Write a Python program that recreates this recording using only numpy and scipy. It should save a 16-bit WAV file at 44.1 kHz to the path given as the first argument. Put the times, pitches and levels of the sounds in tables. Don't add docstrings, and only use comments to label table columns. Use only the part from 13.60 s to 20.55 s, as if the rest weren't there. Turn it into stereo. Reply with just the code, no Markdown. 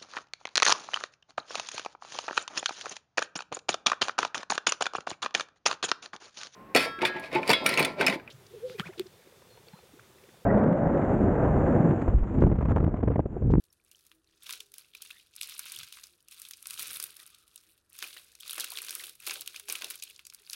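import sys
import numpy as np
from scipy import signal
from scipy.fft import rfft, irfft
from scipy.io import wavfile
from scipy.ndimage import uniform_filter1d

SR = 44100
rng = np.random.default_rng(int(sys.argv[2]) if len(sys.argv) > 2 else 0)


def transcribe(u):
    v = np.clip(np.atleast_2d(u).T, -1, 1)
    q = np.round(v * 32767).astype(np.int16)
    wavfile.write(sys.argv[1], SR, q)


def convert_level_to_amplitude(level_db):
    exponent = np.asarray(level_db, float) / 20
    return 10 ** exponent


N = 306495
LEAD_SAMPLES = 3


def rms_one(x):
    return x / np.sqrt(np.mean(x ** 2) + 1e-20)


def in_time(rows):
    s, *columns = np.transpose(rows)
    return [np.interp(np.arange(N) / SR, s, c) for c in columns]


def swells(rows):
    t = np.arange(N) / SR
    return sum(convert_level_to_amplitude(db) * np.exp(-((t - s) / length) ** 2) for s, db, length in rows)


def colour(x, points):
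    size = 4096
    hz, db = np.transpose(points)
    grid = np.arange(size // 2 + 1) * SR / size + 1
    log_gain = np.interp(np.log(grid), np.log(hz), db) * np.log(10) / 20
    cepstrum = irfft(log_gain)
    cepstrum[1:size // 2] *= 2
    cepstrum[size // 2 + 1:] = 0
    impulse = irfft(np.exp(rfft(cepstrum)))
    return signal.fftconvolve(x, impulse[None], axes=1)[:, :N]


def drift(rate):
    r = np.exp(-80 * np.pi * rate / SR)
    slow = signal.lfilter([1], [1, -2 * r, r * r], rng.standard_normal(N // 40 + 2002))
    slow = slow[2000:]
    return np.interp(np.arange(N) / 40, np.arange(len(slow)), rms_one(slow))


def pair_noise(alike):
    shared, left, right = rng.standard_normal((3, N))
    alike = np.clip(alike, 0, 1)
    both = np.array([shared, np.roll(shared, LEAD_SAMPLES)])
    return np.sqrt(alike) * both + np.sqrt(1 - alike) * np.array([left, right])


def decay(clicks, ms):
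    return signal.lfilter([1], [1, -np.exp(-1000 / (ms * SR))], clicks + 1e-18)


# frequency in Hz, level in dB per Hz.
ROOM_OUTLINE = [(12, -52), (20, 8.5), (71, 4.5), (265, -6.5), (341, -1), (857, -14), (1350, -7.5),
                (1500, -9.5), (1950, -11.5), (3300, -120)]
# frequency in Hz, level in dB per Hz.
FILM_OUTLINE = [(500, -45), (850, -45.5), (975, -19.5), (1570, -11), (1820, -16.5), (2550, -3.5),
                (3110, -4), (3800, 0), (7560, -4), (8450, 1.5), (10100, 0.5), (15200, -6.5), (16000, -3.5),
                (16800, -45)]


def room():
    hum_db, hiss_db = -76, -81
    hum = rms_one(colour(pair_noise(alike=0.62), ROOM_OUTLINE))
    hiss = rms_one(colour(pair_noise(alike=0.082), FILM_OUTLINE))
    return convert_level_to_amplitude(hum_db) * hum + convert_level_to_amplitude(hiss_db) * hiss


# full pressure in seconds, hold in seconds, crease bed in dB, release
# in dB per second, tightness in dB.
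GRIPS = [(0.0, 0.012, -67, 47, 3), (0.276, 0.21, -62, 121, 0.5), (0.673, 0.15, -64, 100, -10),
         (0.843, 0.098, -45, 146, -1), (1.168, 0.011, -53, 81, -1), (1.363, 0.079, -51, 63, -9.5),
         (1.434, 0.024, -49, 76, 3), (1.843, 0.075, -41, 75, -3), (2.048, 0.16, -41.5, 90, -4.5),
         (2.337, 0.048, -50.5, 86, 2), (2.723, 0.049, -48.5, 24, 0.7), (3.102, 0.25, -42.5, 61, 3.5),
         (3.189, 0.03, -38.5, 60, -3), (3.885, 0.22, -61, 87, 1), (1.753, 0.048, -51.5, 80, -4),
         (3.594, 0.023, -51, 56, 1.5),
         (4.354, 0.18, -48, 84.5, 1.5), (4.414, 0.0019, -39, 98, -0.5), (4.69, 0.13, -57.5, 27, -3.5),
              (4.85, 0.097, -43.5, 300, -4), (4.978, 0.0092, -34, 116, -4.5), (5.12, 0.34, -41, 230, 1.5),
              (5.687, 0.028, -33, 164, 1.5), (5.882, 0.02, -47.5, 130, -3.5),
              (5.961, 0.003, -42.5, 313, -3), (6.11, 0.012, -34.5, 140, 1.5),
              (6.22, 0.11, -41.5, 129, -4.5), (6.463, 0.046, -49, 110, -4), (6.745, 0.1, -57, 40, -1),
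              (6.87, .05, -57, 60, 7), (6.949, .01, -37, 60, 0), (4.55, 0.0051, -61, 164, 21),
              (5.625, 0.026, -46.5, 80, -2)]


def squeeze():
    press_db_per_s = 323
    t = np.arange(0, N + 40, 40) / SR
    power, tight = 1e-9, 0
    for s, hold, db, release, tight_db in GRIPS:
        closing_db = press_db_per_s * np.maximum(s - t, 0)
        opening_db = abs(release) * np.maximum(t - s - hold, 0)
        grip = convert_level_to_amplitude(2 * (db - closing_db - opening_db))
        power = power + grip
        tight = tight + tight_db * grip
    curves = (10 * np.log10(power), tight / power)
    bed_db, tight_db = [np.interp(np.arange(N) / SR, t, c) for c in curves]
    broad_db = -11 + 0.51 * tight_db + 0.28 * (bed_db + 50.5)
    return bed_db, broad_db, tight_db


def creases(bed_db, broad_db, tight_db):
    creases_per_s, clump_db, spread_db = 800, 2.5, 6.5
    busy = creases_per_s * convert_level_to_amplitude(0.12 * (bed_db + 59.5) + clump_db * drift(40))
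    born = rng.random(N) < busy / SR
    size_db = spread_db * np.minimum(rng.exponential(1, N), 2.6)
    pan_db = np.outer([0.5, -0.5], rng.normal(-1.4, 3.5, N))
    clicks = []
    for share_db in [broad_db - 4.0, -5.0, -7.0, tight_db - 4.0]:
        sizes = born * convert_level_to_amplitude(size_db + rng.normal(0, 9.0, N))
        even = np.sqrt(uniform_filter1d(sizes ** 2, size=3000) * SR / 1000 + 1e-3)
        clicks.append(convert_level_to_amplitude(bed_db + share_db + pan_db) * sizes / even)
    return np.array(clicks)


# start in seconds, peak level in dB.
BROAD_BUCKLES = [(0.5156, -47), (0.8931, -28.5), (0.8996, -55), (0.9069, -34), (0.9347, -37), (1.0037, -53),
                 (1.3502, -46), (1.5044, -39.5), (1.9934, -35), (2.2319, -34), (2.3708, -36.5), (2.386, -40),
                 (2.9091, -44.5), (3.0578, -40), (3.3988, -31.5),
                 (4.4253, -21), (4.5656, -39.5), (4.9801, -27), (5.0415, -28), (5.185, -41), (5.283, -33),
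              (5.6667, -38), (5.9437, -39.5), (5.9981, -37.5), (6.084, -35), (6.152, -30.5),
              (6.2207, -27.5), (6.3057, -31.5), (6.5923, -39.5), (6.7242, -44)]
WIDE_BUCKLES = [(0.515, -51), (0.865, -39), (0.8925, -40), (0.9003, -31), (0.907, -24.5), (0.926, -29),
                (0.935, -31), (1.0042, -34.5), (1.1395, -38.5), (1.3491, -39.5), (1.424, -37.5),
                (1.5087, -32.5), (1.8125, -24), (1.831, -41), (2.232, -50), (2.3242, -31), (2.4341, -45),
                (2.851, -32), (2.9098, -54), (2.935, -33.5), (3.0564, -34), (3.109, -51), (3.1937, -23.5),
                (3.3998, -47), (3.564, -43),
                (4.53, -37.5), (4.4247, -31.5), (4.8954, -23), (5.0075, -27), (5.044, -23), (5.1724, -23),
             (5.186, -22), (5.2842, -27), (5.4367, -35), (5.494, -32.5), (5.6703, -24.5), (5.674, -22),
             (5.8757, -23.5), (5.9616, -30.5), (6.0843, -38), (6.154, -22.5), (6.22, -32), (6.2441, -23.5),
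             (6.305, -34), (6.4237, -28.5), (6.434, -31), (6.593, -46), (6.6993, -39.5), (6.8992, -49),
             (6.933, -29.5)]
NARROW_BUCKLES = [(.039, -53.5), (0.126, -56), (0.357, -51), (0.3906, -57), (0.644, -60), (0.925, -34),
                  (0.975, -44), (1.14, -45), (1.423, -40), (1.8235, -32), (1.831, -26.5), (2.188, -36),
                  (2.4354, -45), (2.605, -55.5), (3.1334, -40),
                  (3.9772, -38.5), (4.752, -46), (4.8026, -40), (5.2943, -29), (5.7084, -25.5),
               (6.0859, -34.5), (6.0986, -25.5), (6.307, -46), (6.426, -34), (6.6516, -39.5), (6.6998, -39),
               (6.8978, -32), (6.9314, -29.5)]
TIGHT_BUCKLES = [(0.314, -42), (0.466, -43), (0.8937, -59), (0.9077, -43), (0.9275, -28), (1.003, -38),
                 (1.1187, -41), (1.1413, -52), (1.182, -29.5), (1.35, -38.5), (1.42, -28), (1.763, -30.5),
                 (1.813, -30), (1.8303, -37), (1.9927, -20), (2.1197, -26), (2.188, -34), (2.3248, -33),
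                 (2.6842, -37), (2.711, -42), (2.7981, -32), (2.8175, -28), (2.91, -27.5), (3.0262, -31),
                 (3.07, -38), (3.107, -26.5), (3.4001, -21.5), (3.4259, -22), (3.4388, -34), (3.567, -31),
                 (3.959, -31.5), (4.389, -31), (4.7521, -42.5), (4.9086, -21.5), (4.998, -18), (5.006, -19),
              (5.0432, -21.5), (5.3072, -21.5), (5.3515, -19), (5.5533, -40), (5.6667, -23.5),
              (5.809, -23.5), (5.862, -33), (5.875, -33.5), (5.9969, -29), (6.0898, -25), (6.124, -16.5),
              (6.244, -31), (6.3018, -22.5), (6.308, -23), (6.3556, -30), (6.4249, -50), (6.4366, -25.5),
              (6.65, -62), (6.6677, -29.5), (6.6996, -62), (6.7365, -35.5), (6.7461, -31.5), (6.9068, -43),
              (6.9305, -49)]
LIFT_DB = [2.44, 3.1, 6.8, 1.4]
SPILL_DB = [-16.5, -11, -3, -1]


def snaps():
    spill_per_size_db, spill_spread_db = -1.5, 3
    clicks = np.zeros((4, 2, N))
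    tables = [BROAD_BUCKLES, WIDE_BUCKLES,
              NARROW_BUCKLES, TIGHT_BUCKLES]
    for size, rows in enumerate(tables):
        s, db = np.transpose(rows)
        at = (s * SR).astype(int)
        chance = rng.standard_normal((len(s), 5)).T
        pan_db = np.outer([0.5, -0.5], -0.98 + 2.5 * chance[-1])
        for k in range(len(tables)):
            spill_db = SPILL_DB[k] + spill_per_size_db * abs(k - size) + spill_spread_db * chance[k]
            gain_db = LIFT_DB[k] if k == size else spill_db
            clicks[k][:, at] += convert_level_to_amplitude(db + gain_db + pan_db)
    return clicks


# start in seconds, peak level in dB, pitch of the fold in Hz.
LESSER_BUCKLES = [(0.248, -48, 8700), (0.9007, -36, 8900), (1.194, -41, 8900), (1.336, -38, 3600),
                  (1.597, -36.5, 2650), (1.7812, -31, 2800), (1.873, -29, 11100), (1.8961, -32, 11100),
                  (2.0983, -36, 4590), (2.1487, -39, 8900), (2.161, -25, 8900), (2.2015, -24, 4485),
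                  (2.8867, -31, 8900), (3.182, -28, 7100), (3.194, -29, 4560), (3.204, -25, 11100),
                  (3.213, -24, 11100), (3.228, -23, 11100), (3.3092, -23, 11100), (3.346, -27, 11100),
                  (3.63, -39, 11200), (3.664, -33.5, 11220), (3.746, -39.5, 4500), (4.3, -43.5, 8900),
               (4.587, -35, 4320), (4.8322, -28, 3630), (4.8787, -26.5, 11000), (4.944, -28, 11100),
               (4.963, -26, 11200), (4.982, -23, 11100), (5.103, -23.5, 11100), (5.218, -23, 8700),
               (5.4, -44, 2220), (5.451, -39.5, 10800), (5.6024, -36, 8900), (5.624, -42, 2230),
               (5.757, -23.5, 4496), (5.818, -23.5, 4600), (5.86, -33, 4460), (6.2145, -25, 2203),
               (6.3983, -34, 4570)]
# start in seconds, peak level in dB, pitch of the fold in Hz.
TICKS = [(0.1288, -51, 10340), (1.0058, -34, 6540), (1.1399, -42, 13000), (1.5055, -44, 8220),
         (1.762, -41, 5200), (1.811, -36, 13000), (1.98, -36, 13000), (2.0551, -35.5, 10340),
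         (2.063, -46, 13000), (2.1223, -33, 8220), (2.438, -32, 5200), (2.469, -47.5, 13000),
         (2.626, -57, 13000), (2.712, -45, 13000), (3.07, -30, 13000), (3.194, -29, 10340),
         (3.223, -29, 10340), (3.3314, -30, 13000), (3.355, -31.5, 10340), (3.3695, -30, 13000),
         (3.4266, -35, 10340), (3.439, -22.5, 10340), (4.1135, -56, 13000), (4.33, -45, 10340),
         (4.807, -38.5, 10340), (4.9, -32, 13000), (4.9309, -27.5, 13000), (5.045, -44, 8300),
         (5.1185, -32.5, 10340), (5.1363, -35, 13100), (5.469, -37, 10340), (5.6921, -45, 9800),
         (6.5, -38.5, 10340), (6.5619, -40, 6540), (6.6524, -42, 6540), (6.9075, -36, 10340)]
FOLD_EDGES_HZ = [700, 2200, 4500, 7200, 17500]


def lesser_snaps():
    tick_lift_db, lift_db, db_per_octave = 7.5, -1, -2
    ticks = [(s, db + tick_lift_db, hz) for s, db, hz in TICKS]
    s, db, hz = np.transpose(LESSER_BUCKLES + ticks)
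    clicks = np.zeros((4, 1, N))
    for k in range(len(clicks)):
        octaves = np.abs(np.log2(hz / np.clip(hz, *FOLD_EDGES_HZ[k:k + 2])))
        outside_db = db_per_octave * octaves - 18.5 * (octaves > 0)
        clicks[k, 0, (s * SR).astype(int)] = convert_level_to_amplitude(db + lift_db + outside_db)
    return clicks


RING_MS = [0.94, 0.7, 0.48, 0.35]
# decay in ms, then level in dB.
TAIL_MS = [11.2, 8.7, 1.5, 2.56]
TAIL_DB = [-22, -29, -11.5, -19]
ALIKE = [0.99, 0.97, 0.12, 0.2]
SPIKE_DB = [4, 5, 5, 7]
# delay in ms, level in dB.
SPIKE_ECHOES = [
    (.9, -9),
    (2.8, -15),
]
PATCH_SHARE = [0.1, 0.15, 0.099, 0.23]


def buckle(clicks, k):
    spike_lag_ms, crack_db = 0.8, -3.5
    rise_ms = 0.37
    creep_ms, creep_db = 2.28, -20
    wash_ms, wash_db = 22.2, -35.5
    noise = pair_noise(ALIKE[k])
    blows = clicks * np.sign(noise[0])
    blows[1] = np.roll(blows[1], LEAD_SAMPLES + 1)
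    spike = 0
    for ms, db in [(0, 0)] + SPIKE_ECHOES:
        lag = int((spike_lag_ms + ms) * SR / 1000)
        spike = spike + convert_level_to_amplitude(SPIKE_DB[k] + db) * np.roll(blows, lag, axis=1)
    clicks = decay(clicks, rise_ms) * 1000 / (rise_ms * SR)
    creep = decay(clicks[:, ::-1], creep_ms)[:, ::-1]
    crack = decay(clicks, RING_MS[k]) + convert_level_to_amplitude(creep_db) * creep
    tail = convert_level_to_amplitude(TAIL_DB[k]) * decay(clicks, TAIL_MS[k]) + convert_level_to_amplitude(wash_db) * decay(clicks, wash_ms)
    edges = FOLD_EDGES_HZ[k:k + 2]
    band = signal.butter(2, edges, "band", fs=SR, output="sos")
    rattle = signal.sosfilt(band, spike + convert_level_to_amplitude(crack_db) * crack * noise + tail * pair_noise(alike=0.12))
    lower = signal.lfilter(*signal.butter(1, np.sqrt(np.prod(edges)), fs=SR), rattle)
    lean = np.clip(PATCH_SHARE[k] * drift(7.7), -0.9, 0.9)
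    loss = np.linalg.norm(colour(signal.sosfilt(band, np.eye(1, 2048)), FILM_OUTLINE))
    return (rattle + lean * (2 * lower - rattle)) / loss


def film(clicks):
    return colour(sum(buckle(clicks[k], k) for k in range(len(clicks))), FILM_OUTLINE)


# time in seconds, squelch in dB above the crease bed.
WETNESS = [(0, -31), (.7, -26), (.9, -17.5), (2.95, -44), (3.2, -21), (3.45, -18.5), (3.7, -27),
           (5.0, -18.5), (6.0, -19), (6.95, -25)]
# centre in seconds, level in dB, length in seconds.
THUMPS = [
    (2.207, -53.5, 0.044),
    (3.302, -60, 0.16),
    (3.71, -68, 0.018),
    (5.697, -67, 0.16),
]


def slime_levels(bed_db):
    follows, lag_ms, rumble_db = 0.95, 36, -103
    wet_db, = in_time(WETNESS)
    late = decay(convert_level_to_amplitude(bed_db), lag_ms) * 1000 / (lag_ms * SR)
    squelch_db = wet_db - 52 + follows * (20 * np.log10(late + 1e-5) + 50)
    return squelch_db, 20 * np.log10(convert_level_to_amplitude(rumble_db) + swells(THUMPS))


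# frequency in Hz, width in Hz, level in dB.
BOWL_MODES = [(348, 24, 2), (415.6, 12, 2.5), (486, 99, 3), (796, 11, -3.5), (574, 370, 3), (262, 740, -3)]


def slime(broad_clicks, squelch_db, rumble_db):
    jolts = decay(broad_clicks.mean(axis=0), 10.5)
    jolts = jolts / (uniform_filter1d(jolts, size=6000) + 1e-9)
    push = pair_noise(alike=0.7) * (0.5 + 0.4 * jolts)
    bowl = 0
    for k, (hz, width, db) in enumerate(BOWL_MODES):
        r = np.exp(-np.pi * width / SR)
        mode = signal.lfilter([1, 0, -1], [1, -2 * r * np.cos(2 * np.pi * hz / SR), r * r], push)
        bowl = bowl + (-1) ** k * convert_level_to_amplitude(db) * rms_one(mode)
    bowl = signal.sosfilt(signal.butter(2, 1100, fs=SR, output="sos"), bowl)
    table_band = signal.butter(2, [70, 150], "band", fs=SR, output="sos")
    table = signal.sosfilt(table_band, pair_noise(alike=0.76))
    return convert_level_to_amplitude(squelch_db - 5.5) * rms_one(bowl) + convert_level_to_amplitude(rumble_db - 9.5) * rms_one(table)


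def pops(bed_db):
    pops_per_s, cycles, pop_db = 140, 23.5, -14
    at = np.flatnonzero(rng.random(N) < pops_per_s * convert_level_to_amplitude(4.0 * drift(15)) / SR)
    pitches = np.geomspace(1300, 4600, 14)
    dealt = 6 + 2.7 * drift(3.8)[at] + 4.3 * rng.standard_normal(len(at))
    dealt = np.clip(dealt, 0, len(pitches) - 1).astype(int)
    sizes = convert_level_to_amplitude(pop_db + bed_db[at] + 4.0 * np.minimum(rng.exponential(1, len(at)), 3))
    out = 0
    for k, hz in enumerate(pitches):
        clicks = np.full(N, 1e-18)
        clicks[at[dealt == k]] = sizes[dealt == k]
        r = convert_level_to_amplitude(-60 * hz / (cycles * SR))
        w = 2 * np.pi * hz / SR
        out = out + signal.lfilter([0, np.sin(w)], [1, -2 * r * np.cos(w), r * r], clicks)
    return np.array([out, np.roll(out, LEAD_SAMPLES)])


# start in seconds, peak level in dB, pitch in Hz.
WET_POPS = [(0.038, -63, 2850), (0.1985, -63.5, 2410), (0.3148, -49.5, 2750), (0.3477, -47.5, 3200),
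            (0.515, -49, 3550), (0.644, -67, 2650), (0.6735, -52, 4350), (0.8236, -49, 3520),
            (0.866, -28.5, 3600), (0.9349, -39, 3630), (1.004, -28, 3450), (1.182, -46, 4700),
            (1.2112, -38, 4420), (1.2442, -53, 2680), (1.3486, -39, 2750), (1.4217, -35, 3330),
            (1.51, -37, 2570), (1.5809, -45, 3540), (1.599, -47, 2900), (1.763, -43, 4670),
            (1.8303, -40, 3570), (1.8732, -42, 2620), (1.894, -41, 2650), (1.9037, -43, 4800),
            (1.9331, -40, 3600), (2.0593, -38, 2670), (2.0858, -50, 2660), (2.0982, -29, 4780),
            (2.1461, -45, 3940), (2.1636, -28, 3300), (2.1875, -35, 4800), (2.2317, -30.5, 3460),
            (2.324, -33.5, 2920), (2.4366, -34, 4580), (2.4689, -34.5, 4840), (2.6036, -59, 2900),
            (2.6849, -49, 2600), (2.7128, -48, 3230), (2.7607, -51, 4800), (2.8176, -43, 4760),
            (2.9099, -51, 2720), (3.1069, -34, 2630), (3.2606, -39, 3570), (3.292, -32, 3940),
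            (3.31, -42, 3920), (3.6332, -42, 3570), (3.961, -37, 4000), (4.1136, -57, 4770),
            (4.4404, -30, 2400), (4.4968, -45, 3960),
            (4.5706, -34.5, 2930), (4.578, -32, 3940), (4.8061, -36, 3200), (4.877, -32, 3940),
             (4.9198, -33, 4800), (4.9324, -33, 3000), (4.982, -45, 2730), (5.026, -38, 2570),
             (5.1046, -26, 4350), (5.1189, -33, 3570), (5.1583, -27, 3600), (5.204, -35, 2600),
             (5.275, -34, 2900), (5.293, -28, 3550), (5.3058, -36, 2660), (5.3454, -41, 3530),
             (5.4003, -37, 2140), (5.4132, -48.5, 3940), (5.437, -32, 3000), (5.4501, -40, 3970),
             (5.4676, -34, 3900), (5.5539, -54, 3940), (5.6015, -47, 2650), (5.6965, -27, 2620),
             (5.708, -28, 4950), (5.7193, -31, 2650), (5.7569, -35, 4370), (5.794, -33, 3180),
             (5.8096, -25.5, 4320), (5.821, -33, 3940), (5.945, -34, 3200), (5.9598, -30.5, 2530),
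             (5.9695, -37, 2840), (6.098, -35, 2400), (6.1103, -36, 2360), (6.154, -33, 3900),
             (6.2129, -43, 2420), (6.2209, -36, 4100), (6.3084, -36, 4050), (6.3573, -39, 3340),
             (6.4282, -23, 3940), (6.4738, -38, 3200), (6.4974, -41, 2960), (6.504, -45, 2650),
             (6.5587, -49, 3200), (6.6663, -49, 4900), (6.7466, -31, 4860), (6.8655, -34, 4720),
             (6.8978, -27.5, 3940), (6.9487, -41, 4350)]
POPS_DEEP = [(0.196, -73, 1440), (4.931, -52, 1330), (4.992, -36, 1600), (5.034, -44, 1470),
             (5.122, -48.5, 969), (5.223, -49, 1310), (5.274, -53, 1540), (5.307, -48, 1500),
             (5.344, -63, 1475), (5.36, -49, 1280), (5.379, -52, 1610)]


def single_pops():
    cycles, rise_ms, glide, lift_db = 28, 1.3, 0.04, 8
    s, db, hz = np.transpose(WET_POPS + POPS_DEEP)[:, :, None]
    chance = rng.standard_normal((len(s), 4, 1))
    t = np.arange(900) / SR
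    rise = 1 - np.exp(-(1000 * t / rise_ms) ** 2)
    shape = convert_level_to_amplitude(db + lift_db - 60 * t * hz / cycles) * rise
    turn = 2 * np.pi * hz * t * (1 + glide * chance[:, 0] * t * hz / cycles)
    second_patch = np.sin(turn * (1 + 0.13 * chance[:, 1]) + 3 * chance[:, 2])
    ring = shape * (np.sin(turn) + 0.6 * second_patch)
    pan_db = 2.5 + 4.0 * chance[:, 3]
    out = np.zeros((2, N + SR))
    for side, (lag, lean) in enumerate([(LEAD_SAMPLES, -0.5), (0, 0.5)]):
        at = (s * SR).astype(int) + lag + np.arange(len(t))
        np.add.at(out[side], at, ring * convert_level_to_amplitude(lean * pan_db))
    return out[:, :N]


# start in seconds,
# length in seconds, pitch in Hz, level in dB.
RUBS = [(0.1, 0.012, 5380, -63), (.48, 0.17, 326, -68.5), (0.925, 0.16, 436, -70.5), (0.94, 0.27, 403, -75),
        (1.349, 0.0061, 2460, -38), (.52, 0.072, 507, -80), (.7, .11, 398, -77), (.6, .28, 328, -77),
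        (3.25, .08, 280, -70), (6.08, .1, 795, -67), (4.043, 0.094, 325, -75), (1.25, .25, 405, -79),
        (2.128, 0.066, 360, -69.5), (2.47, 0.13, 349, -74), (5.68, .15, 790, -65), (5.97, 0.27, 405.6, -63),
        (6.795, 0.043, 413, -69)]


def rubs():
    waver = 0.007
    warped = np.cumsum(1 + waver * drift(3.1)) / SR
    out = 0
    for s, length, hz, db in RUBS:
        shape = np.sin(np.pi * np.clip((np.arange(N) / SR - s) / length, 0, 1)) ** 2
        tone = np.sin(2 * np.pi * hz * warped) + 0.074 * np.sin(4 * np.pi * hz * warped)
        out = out + convert_level_to_amplitude(db) * shape * tone
    return out


# start in seconds, length in seconds, from Hz, to Hz, level in dB.
SQUISHES = [
    (1.517, .1, 1660, 2230, -61),
]


def squishes():
    out = 0
    for s, length, from_hz, to_hz, db in SQUISHES:
        share = np.clip((np.arange(N) / SR - s) / length, 0, 1)
        turn = 2 * np.pi * np.cumsum(from_hz + (to_hz - from_hz) * share) / SR
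        out = out + convert_level_to_amplitude(db) * np.sin(np.pi * share) * drift(150) * np.sin(turn)
    return out


# centre in seconds, level in dB, length in seconds.
SIGHS = [
    (2.8, -74, 0.045),
    (3.65, -76, 0.33),
]


def pocket():
    hz, width_hz = 1290, 200
    band = signal.butter(2, [hz - width_hz / 2, hz + width_hz / 2], "band", fs=SR, output="sos")
    sigh = signal.sosfilt(band, pair_noise(alike=0.89))
    return convert_level_to_amplitude(3 * drift(37)) * swells(SIGHS) * rms_one(sigh)


# start in seconds, peak level in dB.
THUDS = [
    (4.422, -41),
    (4.563, -50.5),
    (4.979, -35.5),
    (5.673, -35.5),
    (5.76, -44),
    (6.087, -39.5),
    (6.211, -42.5),
    (6.235, -39),
]


def thuds():
    lift_db, knock_ms, ring_db = 0.5, 26.7, -6
    s, db = np.transpose(THUDS)
    clicks = np.zeros(N)
    clicks[(s * SR).astype(int)] = convert_level_to_amplitude(db + lift_db)
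    knock = decay(clicks, knock_ms) * pair_noise(alike=0.87)
    rings = 0
    for hz, width, _ in BOWL_MODES[:-2]:
        rings = rings + convert_level_to_amplitude(ring_db) * signal.lfilter(*signal.iirpeak(hz, hz / width, fs=SR), knock)
    return signal.sosfilt(signal.butter(2, [330, 900], "band", fs=SR, output="sos"), knock) + rings


def scene():
    hush_ms, hush_db = 10.2, -27.5
    bed_db, broad_db, tight_db = squeeze()
    large = snaps()
    coming = decay(large.max(axis=(0, 1))[::-1], hush_ms)[::-1]
    small = creases(bed_db, broad_db, tight_db) / (1 + convert_level_to_amplitude(hush_db - bed_db) * coming)
    clicks = large + small + lesser_snaps()
    bag = film(clicks) + slime(clicks[0], *slime_levels(bed_db))
    wet = pocket() + thuds() + pops(bed_db) + single_pops() + squishes()
    return bag + room() + wet + rubs()


def gate_top(x):
    top_hz, gate_db = 13200, -70.5
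    top = signal.sosfiltfilt(signal.butter(6, top_hz, "high", fs=SR, output="sos"), x)
    level_db = 10 * np.log10(uniform_filter1d(x.mean(axis=0) ** 2, size=1500) + 1e-14)
    return x - top * np.clip((gate_db - level_db) / 2, 0, 1)


def band_limit(x):
    return signal.sosfilt(signal.butter(12, 16970, fs=SR, output="sos"), x)


def record(dry):
    low_cut = signal.butter(3, 38, "high", fs=SR, output="sos")
    top_cut = signal.ellip(6, 0.5, 12, 15950, fs=SR, output="sos")
    mix = signal.sosfilt(np.vstack([low_cut, top_cut]), gate_top(dry))
    return band_limit(mix)


dry = scene()
out = record(dry)
transcribe(out)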